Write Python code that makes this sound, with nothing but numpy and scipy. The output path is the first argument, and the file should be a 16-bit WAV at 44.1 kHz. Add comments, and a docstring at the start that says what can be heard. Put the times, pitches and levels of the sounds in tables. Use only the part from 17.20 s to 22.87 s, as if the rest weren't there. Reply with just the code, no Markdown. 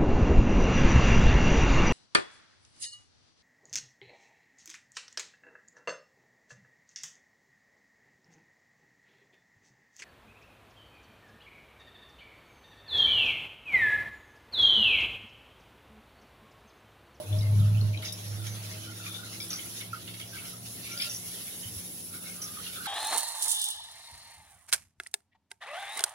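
"""A garden hose waters pot plants in a walled yard, some metres right of a two-port microphone.
The jet hisses; its drops patter on leaves, splash on soil and gurgle in puddles, ringing tiny bubbles
that echo off the walls. A heavy engine drones past behind the wall and fades, something thuds softly
three times, and far off a machine hums amid traffic. The microphone's ports (openings) lift the treble."""
import sys
import numpy as np
from scipy import signal
from scipy.fft import rfft, irfft, next_fast_len
from scipy.io import wavfile
from scipy.ndimage import uniform_filter1d, map_coordinates

SR = 44100
rng = np.random.default_rng(int(sys.argv[2]) if len(sys.argv) > 2 else 0)


def persist_wave(psi):
    """Save psi, clipped to +-1, as 16-bit WAV."""
    counts = np.round(np.clip(psi, -1, 1) * 32767).astype(np.int16)
    wavfile.write(sys.argv[1], SR, np.atleast_2d(counts).T)


N = 250047

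# The ports shade each pitch to one side: f/Hz, left minus right/dB
PORT_SHADING = [(1400, -3.5), (2300, 9.5), (3000, -27.5), (3500, 17.5), (5200, -5), (5800, -1)]


def water():
    """The hose jet hisses and breaks into drops that land on puddles, soil and leaves."""
    # The stream sweeps the beds: t/s, soil splash/dB, jet hiss/dB, leaves against soil/dB
    sweep = [(0, -51.5, -53, -4.5), (.8, -51.5, -63.5, -4), (1.0, -49.5, -52, -1.5), (2.1, -49, -53, -1),
             (2.3, -53.5, -47, 4.5), (2.6, -46.5, -47, -0.5), (2.68, -51.5, -54.5, -4),
             (2.85, -52.5, -54.5, -4), (3.1, -53, -50, 3.5), (3.42, -58, -48.5, 2.5), (3.7, -43, -47, -4),
             (4.0, -52, -45, 4.5), (4.15, -46.5, -44.5, -1.5), (4.85, -55.5, -46, 3.5),
             (5.2, -52, -46.5, 0), (5.67, -46.5, -46.5, -3)]
    # Tone colour of each surface and of the jet: f/Hz, relative level/dB
    puddle_colour = [(800, -87), (1100, -10), (1370, 1.5), (1650, -9.5), (2000, -31.5)]
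    soil_colour = [(900, -24), (1900, -0.5), (2300, -7), (2800, -0.5), (3500, 3.5), (4400, 1.5),
                   (5200, -11)]
    leaf_colour = [(4000, -6.5), (4800, 3.5), (5900, 3.5), (6800, -0.5), (8000, -15)]
    jet_colour = [(6000, -29), (7200, -4.5), (8200, -12), (10000, -3), (13500, -11.5), (15200, -4),
                  (17000, -6)]
    soil_db, hiss_db, leaf_offset_db = curves(sweep)
    steady_db = np.array([soil_db - 21, soil_db, soil_db + leaf_offset_db, hiss_db])
    puddle_gain, soil_gain, leaf_gain, jet_gain = np.sqrt(amp(2 * steady_db) + surges())
    puddle = patter(puddle_colour, hz=1368, spread=0.14, cycles=12, size_db=3,
                    share=0.4, pan_db=-5, patchy_db=3, count=300)
    soil = patter(soil_colour, hz=3034, spread=0.426, cycles=20, size_db=2.6,
                  share=0.24, pan_db=-1.3, patchy_db=3.4, count=700)
    leaves = patter(leaf_colour, hz=5650, spread=0.14, cycles=24, size_db=3.5,
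                    share=0.3, pan_db=-0.5, patchy_db=3, count=1200)
    jet = patter(jet_colour, hz=10500, spread=0.35, cycles=5, size_db=2.4,
                 share=0.1, pan_db=0.1, patchy_db=1.6, count=4000)
    flutter_db = 0.9 * wobble(14) + 1.3 * wobble(35)  # the uneven jet shakes all surfaces at once
    falling = puddle_gain * puddle + soil_gain * soil + leaf_gain * leaves
    landing = amp(flutter_db) * falling + large_drops(droplets=14) + rough_notes()
    sputter_db = 0.5 * flutter_db + 0.8 * wobble(22) + 0.9 * wobble(60)
    hiss = jet_gain * amp(sputter_db) * jet
    lag_s = 0.00014  # the left port hears the water later
    return filtered(landing + hiss, lambda f: np.exp(1j * np.pi * f * lag_s * np.array([[-1], [1]])))


def patter(colour, hz, spread, cycles, size_db, share, pan_db, patchy_db, count):
    """Random drops carry `share` of the power; the rest is a blur of countless tiny ones."""
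    when, tuning, size, place = rng.random((count, 4)).T
    pitch = hz * np.exp(spread * (2 * tuning - 1))
    drop_db = -size_db * np.log(1.03 - size)  # many quiet, a few loud
    drops = bubbles(when * N / SR, drop_db, pitch, cycles, pan_db + 6 * (place - 0.5), rise=0.047)
    blur = rush(colour, patchy_db) * amp([[pan_db / 2], [-pan_db / 2]])
    return unit(np.sqrt(share) * unit(yard_echo(drops, echo_db=3)) + np.sqrt(1 - share) * blur)


def surges():
    """Extra power when the stream slaps down harder for a moment: a quick rise, a slower fall."""
    # t/s, fade time/s, level/dB, aim (0 puddle, 1 soil, 2 leaves, 3 jet; fractions blend two)
    slaps = [(.4, 0.35, -56.5, .05), (.825, 0.031, -40.5, 0.96), (.852, 0.081, -41.5, 1.6),
             (.925, 0.012, -36, 2.8), (1.27, 0.043, -42.5, 1.1), (1.15, 0.32, -54.5, .05),
             (1.66, 1, -61, .05), (1.87, 0.44, -52, 0.63), (2.205, 0.023, -49, 1.4), (2.31, 0.1, -42, 0.92),
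             (2.332, 0.041, -46.5, .05), (2.61, 0.012, -39.5, 0.87), (2.879, 0.042, -45.5, 0.95),
             (2.941, .03, -42, 1), (3.0, 0.022, -44, 1.3), (3.15, 0.12, -45, 0.77), (3.26, 0.12, -44, 1.5),
             (3.461, 0.045, -44.5, 1.6), (3.815, 0.045, -32, 1), (3.91, 0.027, -58, 2),
             (4.96, 0.33, -50.5, 0.55), (5.221, 0.043, -39.5, 2.43), (5.22, 0.21, -58, .02),
             (5.39, 0.03, -50, 0.87), (5.43, 0.11, -45.5, 1.25), (5.6, 0.31, -45.5, 0.28),
             (5.66, 0.028, -35.5, 0.42)]
    peak_s, fade_s, db, aim = np.transpose(slaps)[:, :, None]
    t = np.arange(0, N / SR, 1 / 1000)
    age = (t - peak_s) / fade_s
    rise = 0.13  # share of the fade time
    swell = amp(2 * db) * np.exp(-2 * np.where(age < 0, (age / rise) ** 2, age))
    power = np.clip(1 - abs(aim - np.arange(4)), 0, 1).T @ swell
    return np.array(curves(np.vstack([t, power]).T))


def large_drops(droplets):
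    """Each large drop rings one bubble, then throws a spray of droplets of nearby pitch."""
    # Single drops: t/s, level/dB, f/Hz, loudest spray against the drop/dB
    drops = [(0.1278, -33, 3450, -15), (0.187, -29.5, 5140, -6), (.209, -35.5, 3830, -12),
             (0.5475, -38, 2654, -9), (0.6115, -29, 4260, -19), (0.7335, -41.5, 2410, 3.5),
             (0.7743, -32, 3920, -25), (.773, -36, 3210, -11), (.829, -37.5, 2200, -2.5),
             (.851, -31, 4900, 1), (0.857, -28.5, 5900, -12), (.882, -34.5, 3655, -3),
             (1.217, -42, 3520, -23), (.924, -32, 5250, -3), (1.2685, -36, 6230, 1.5),
             (1.797, -46, 1430, -4), (1.8637, -29, 2435, -28), (1.9415, -37, 3477, 0),
             (1.99, -38.5, 1435, -11), (2.0314, -36.5, 1444, -30), (2.2019, -33, 3440, -5),
             (2.2025, -32.5, 2284, -31), (2.2025, -28.5, 5100, -0.5), (2.3042, -20.5, 5884, -6.5),
             (2.306, -31, 4500, -15), (2.329, -26.5, 4560, -10), (2.3308, -26, 5520, -4),
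             (2.3592, -24.5, 5840, -12), (2.384, -34, 2184, -7), (2.3943, -39, 3044, -18),
             (2.61, -37.5, 2170, -9), (2.612, -38, 3577, -21), (2.7303, -23, 1355, -16),
             (2.876, -41.5, 2845, -14), (2.998, -47, 1283, -24), (2.9982, -39, 2206, -4),
             (3.0125, -28, 3250, -15), (3.1687, -37, 2230, -5.5), (3.1837, -38, 2610, -9),
             (3.333, -44.5, 1280, -11), (3.708, -39.5, 2224, -1.5), (3.717, -31, 5740, -1),
             (3.7748, -33, 4660, 5), (3.7944, -34, 2267, 0.5), (3.7993, -27.5, 3430, -9),
             (3.8187, -22.5, 5080, -1), (3.823, -25.5, 3210, -27), (3.831, -27, 5100, -14),
             (3.897, -23.5, 5800, -8), (3.9035, -28, 5790, -28), (3.912, -25, 5720, -8.5),
             (3.947, -22.5, 5900, -21), (3.9614, -24.5, 5700, -14), (4.432, -43.5, 3020, -4),
             (5.218, -25, 5820, -4.5), (5.238, -31.5, 5660, -3), (5.255, -31, 5400, -16),
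             (5.369, -36.5, 1255, -6), (5.464, -36.5, 2780, -9), (5.602, -34, 1456, -10)]
    start_s, db, hz, spray_db = np.transpose(drops)
    when, tuning, size, place = np.moveaxis(rng.random((len(hz), droplets, 4)), -1, 0)
    spray_s = (start_s[:, None] - 0.016 * np.log(1 - 0.95 * when)).ravel()
    pitch = (hz[:, None] * np.exp(0.13 * (2 * tuning - 1) ** 3)).ravel()  # most close, a few stray
    droplet_db = ((db + spray_db)[:, None] - 8 * size).ravel()
    pan_db = along(PORT_SHADING, pitch) + 6 * (place.ravel() - 0.5)
    spray = bubbles(spray_s, droplet_db, pitch, cycles=17, pan_db=pan_db, rise=0.015)
    plinks = bubbles(start_s, db, hz, cycles=18, pan_db=along(PORT_SHADING, hz), rise=0.0061)
    return yard_echo(plinks + spray, echo_db=-9)


def rough_notes():
    """Short rough notes in the water: gurgles, whistles and the lingering ring of a drop."""
    # Notes: middle t/s, half length/s, f/Hz, level/dB
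    notes = [(0.136, 0.011, 3450, -48), (0.259, 0.038, 2110, -55), (0.444, 0.045, 1254, -55.5),
             (1.0, 0.062, 5670, -56), (1.114, 0.07, 5610, -51), (1.335, 0.034, 6160, -49),
             (1.647, 0.071, 3043, -60), (1.697, 0.034, 1411, -50), (1.92, 0.14, 3603, -53),
             (3.805, 0.099, 1398, -51), (3.833, 0.097, 587, -58.5), (5.09, 0.044, 2180, -50),
             (5.292, 0.12, 1232, -58), (5.502, 0.023, 1460, -54), (5.58, 0.026, 3600, -56),
             (3.685, 0.019, 2260, -51), (3.155, 0.03, 1577, -47.5)]
    track = np.zeros((2, N + SR))
    t = (np.arange(SR // 2) - SR // 4) / SR
    for middle_s, half_s, hz, db in notes:
        note = np.exp(-(t / half_s) ** 4) * rough_tone(2 * np.pi * hz * t, width_hz=0.05 * hz + 50)
        gain = amp(db + along(PORT_SHADING, hz) / 2 * np.array([[1], [-1]]))
        track[:, round(middle_s * SR):][:, :len(t)] += gain * note
    return track[:, SR // 4:][:, :N]


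def bubbles(start_s, db, hz, cycles, pan_db, rise):
    """Each bubble swells softly, then dies away as its pitch rises; more cycles ring longer."""
    steps = np.arange(int(np.pi * cycles * SR / hz.min()))
    age = steps / SR * (hz / cycles)[:, None]
    ring = 4 * age * np.exp(-2.8 * age) * np.sin(2 * np.pi * cycles * age * (1 + rise * age))
    at = ((start_s * SR).astype(int)[:, None] + steps).ravel()
    gains = [amp(db + side * pan_db / 2)[:, None] for side in (1, -1)]
    return np.array([np.bincount(at, (ring * gain).ravel(), N)[:N] for gain in gains])


def yard_echo(x, echo_db):
    """The sound plus its echo from the walls, each pitch dying at its own speed."""
    # Echo length: f/Hz, time to fall by 60 dB/s
    fade_times = [(500, 0.069), (2000, 0.21), (8000, 0.14)]
    hz, t, noise = signal.stft(rng.standard_normal((2, SR // 2)), SR, nperseg=256)
    tail = signal.istft(noise * amp(-60 * t / along(fade_times, hz)[:, None]), SR, nperseg=256)[1]
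    delayed = np.pad(x, ((0, 0), (300, 0)))
    echo = signal.fftconvolve(delayed, tail / np.linalg.norm(tail[0]), axes=1)
    return x + amp(echo_db) * echo[:, :N]


def engine():
    """A passing engine: its firing tone, overtones at 2, 3 and 6 times that pitch, rumble and tyres."""
    # Engine speed: t/s, firing f/Hz, level of the tone at 3 times that (before a 4 dB cut)/dB
    firing = [(0, 102.3, -56.5), (.6, 104.1, -55), (1.0, 105, -63.5), (1.5, 105.7, -61),
              (2.0, 107.7, -58.5), (2.7, 111.2, -64), (3.6, 115.7, -82), (4.4, 116.5, -67)]
    # The drone swells and sinks as its echoes cross: t/s, level/dB
    drone_levels = [(.03, -53), (.128, -25), (.248, -26.5), (.374, -19.5), (.698, -26), (.836, -42.5),
                    (.976, -47.5), (1.132, -35), (1.6, -45), (2.27, -52), (2.42, -60), (2.73, -46),
                    (2.83, -63), (2.9, -48.5), (3.24, -59), (3.45, -47), (3.55, -56.5), (4.4, -53.5)]
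    # The echoes also shift it sideways: t/s, left minus right/dB
    drone_sway = [(0, 2), (.48, 0), (.66, -3.5), (.91, 3), (1.25, -6.5), (1.45, -1.5), (4.4, -0.5)]
    # Tops of the throbbing tone at 6 times the pitch: t/s, level/dB
    throb_tops = [(0, -38), (.45, -55.5), (.86, -54), (1.02, -71), (1.4, -66), (1.55, -57), (1.7, -71),
                  (2.3, -70)]
    # Tone colour of engine rumble and tyre roar: f/Hz, relative level/dB
    rumble_colour = [(30, -4), (60, 0.5), (100, 13), (160, 7.5), (220, -1), (330, -22), (500, -33.5)]
    tyre_colour = [(200, -50), (350, 5), (600, 7), (1000, 1), (1600, -7.5), (2200, -40)]
    t = np.arange(N) / SR
    hz, third_db = curves(firing)
    phase = 2 * np.pi * np.cumsum(hz) / SR
    drone_db = curves(drone_levels)[0]
    sway = amp(curves(drone_sway)[0] / 2 * [[1], [-1]])
    first = np.sin(phase + 0.55 * wobble(6.3))
    second = amp(-29) * rough_tone(2 * phase, width_hz=10)
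    drone = amp(drone_db) * sway * (first + second)
    third = amp(third_db - 4) * rough_tone(3 * phase, width_hz=22)
    throb_s, depth_db, settle_s = 0.155, 31, 0.28
    dip_db = depth_db * np.exp(-t / settle_s) * np.sin(np.pi * t / throb_s) ** 2
    sixth_db = curves(throb_tops)[0] - dip_db + 2 * wobble(14) + [[-3], [3]]
    sixth = amp(sixth_db) * np.sin(6 * phase + 1.3 * wobble(23.4) + [[-0.6], [0.6]])
    rumble = amp(drone_db - 13.5) * rush(rumble_colour, patchy_db=1.5)
    tyre_db = -55.5 - 3.25 * t + 6 * np.exp(-t / 0.71)  # the tyres move away, fast at first
    tyres = amp(tyre_db) * rush(tyre_colour, patchy_db=3)
    fade_out = np.clip((firing[-1][0] - t) * 2, 0, 1)
    return fade_out * (np.sqrt(2) * (drone + third + sixth) + rumble + tyres)


def thuds():
    """Three soft blows, each a few low swings shaped like a bubble's ring."""
    # t/s, level/dB, f/Hz
    blows = [(4.455, -32.5, 104), (4.516, -36.5, 104), (4.561, -32.5, 90.6)]
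    start_s, db, hz = np.transpose(blows)
    return bubbles(start_s, db, hz, cycles=2.6, pan_db=0, rise=0.01)


def town():
    """Far traffic and the wavering hum of a machine."""
    # Tone colour of the traffic: f/Hz, relative level/dB
    traffic_colour = [(15, -56), (25, -41), (44, -20.5), (102, 2), (145, -5.5), (173, -2.5), (202, -1.5),
                      (514, -10.5), (985, -17.5), (1900, -32.5), (2420, -120)]
    hum_hz, hum_db, traffic_db = 178, -57, -52.5
    hum_gain = np.sqrt(2) * amp(hum_db + 1.5 * wobble(9.7))
    hum = hum_gain * np.sin(2 * np.pi * hum_hz * np.arange(N) / SR + 0.35 * wobble(8))
    return hum + amp(traffic_db) * rush(traffic_colour, patchy_db=1.75)


def rush(colour, patchy_db):
    """Stereo noise of a given tone colour, with random louder and softer patches."""
    # How alike left and right are: f/Hz, likeness (0 to 1)
    likeness = [(100, 0.81), (400, 0.68), (800, 0.039), (1400, 0.018), (3000, 0.03), (7000, 0.032),
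                (12000, 0.027)]
    noise = signal.stft(rng.standard_normal((2, N + 512)), nperseg=512)[2]
    patches = uniform_filter1d(rng.standard_normal(noise.shape[1:]), size=3, axis=0)
    patches = unit(uniform_filter1d(patches, size=9, axis=1))
    pair = signal.istft(noise * amp(patchy_db * patches), nperseg=512)[1][:, :N]
    angle = lambda f: np.arccos(along(likeness, f)) / 2
    mid, side = filtered(pair, lambda f: amp(along(colour, f)) * [np.cos(angle(f)), np.sin(angle(f))])
    return unit(np.array([mid + side, mid - side]))


def rough_tone(phase, width_hz):
    """A tone blurred into a narrow band of noise."""
    return wobble(width_hz, len(phase)) * np.sin(phase) + wobble(width_hz, len(phase)) * np.cos(phase)


def wobble(rate, count=N):
    """A smooth curve through `rate` random values a second."""
    values = rng.standard_normal(int(count / SR * rate) + 4)
    return map_coordinates(values, [np.arange(count) * rate / SR])


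def filtered(x, response):
    """Scale and delay each frequency f of x by response(f)."""
    size = next_fast_len(N + SR // 2)
    return irfft(rfft(x, size) * response(np.fft.rfftfreq(size, 1 / SR)), size)[..., :N]


def curves(rows):
    """One value per sample for each column after the time."""
    times, *columns = np.transpose(rows)
    return [np.interp(np.arange(N) / SR, times, column) for column in columns]


def along(points, hz):
    """Read a table of (f/Hz, value) at hz, with octaves evenly spaced."""
    f, values = np.transpose(points)
    return np.interp(np.log(hz + 1), np.log(f + 1), values)


def amp(db):
    """Turn decibels into a gain."""
    return 10 ** (np.asarray(db) / 20)


def unit(x):
    """Scale x to an average power of 1."""
    return x / np.sqrt(np.mean(x ** 2) + 1e-20)


def scene():
    """Everything that reaches the microphone."""
    return water() + engine() + thuds() + town()


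def record(dry):
    """Each port lifts the treble near its own ringing pitch; the very highest sound is cut off."""
    # Left and right port: f/Hz, width/Hz, boost/dB
    ports = [(10540, 1740, 10.5), (11040, 1370, 14)]
    hz, width, db = np.transpose(ports)[:, :, None]
    top_hz = 15800
    return filtered(dry, lambda f: amp(db / (1 + (2 * (f - hz) / width) ** 2)) * (f < top_hz))


dry = scene()
out = record(dry)
persist_wave(out)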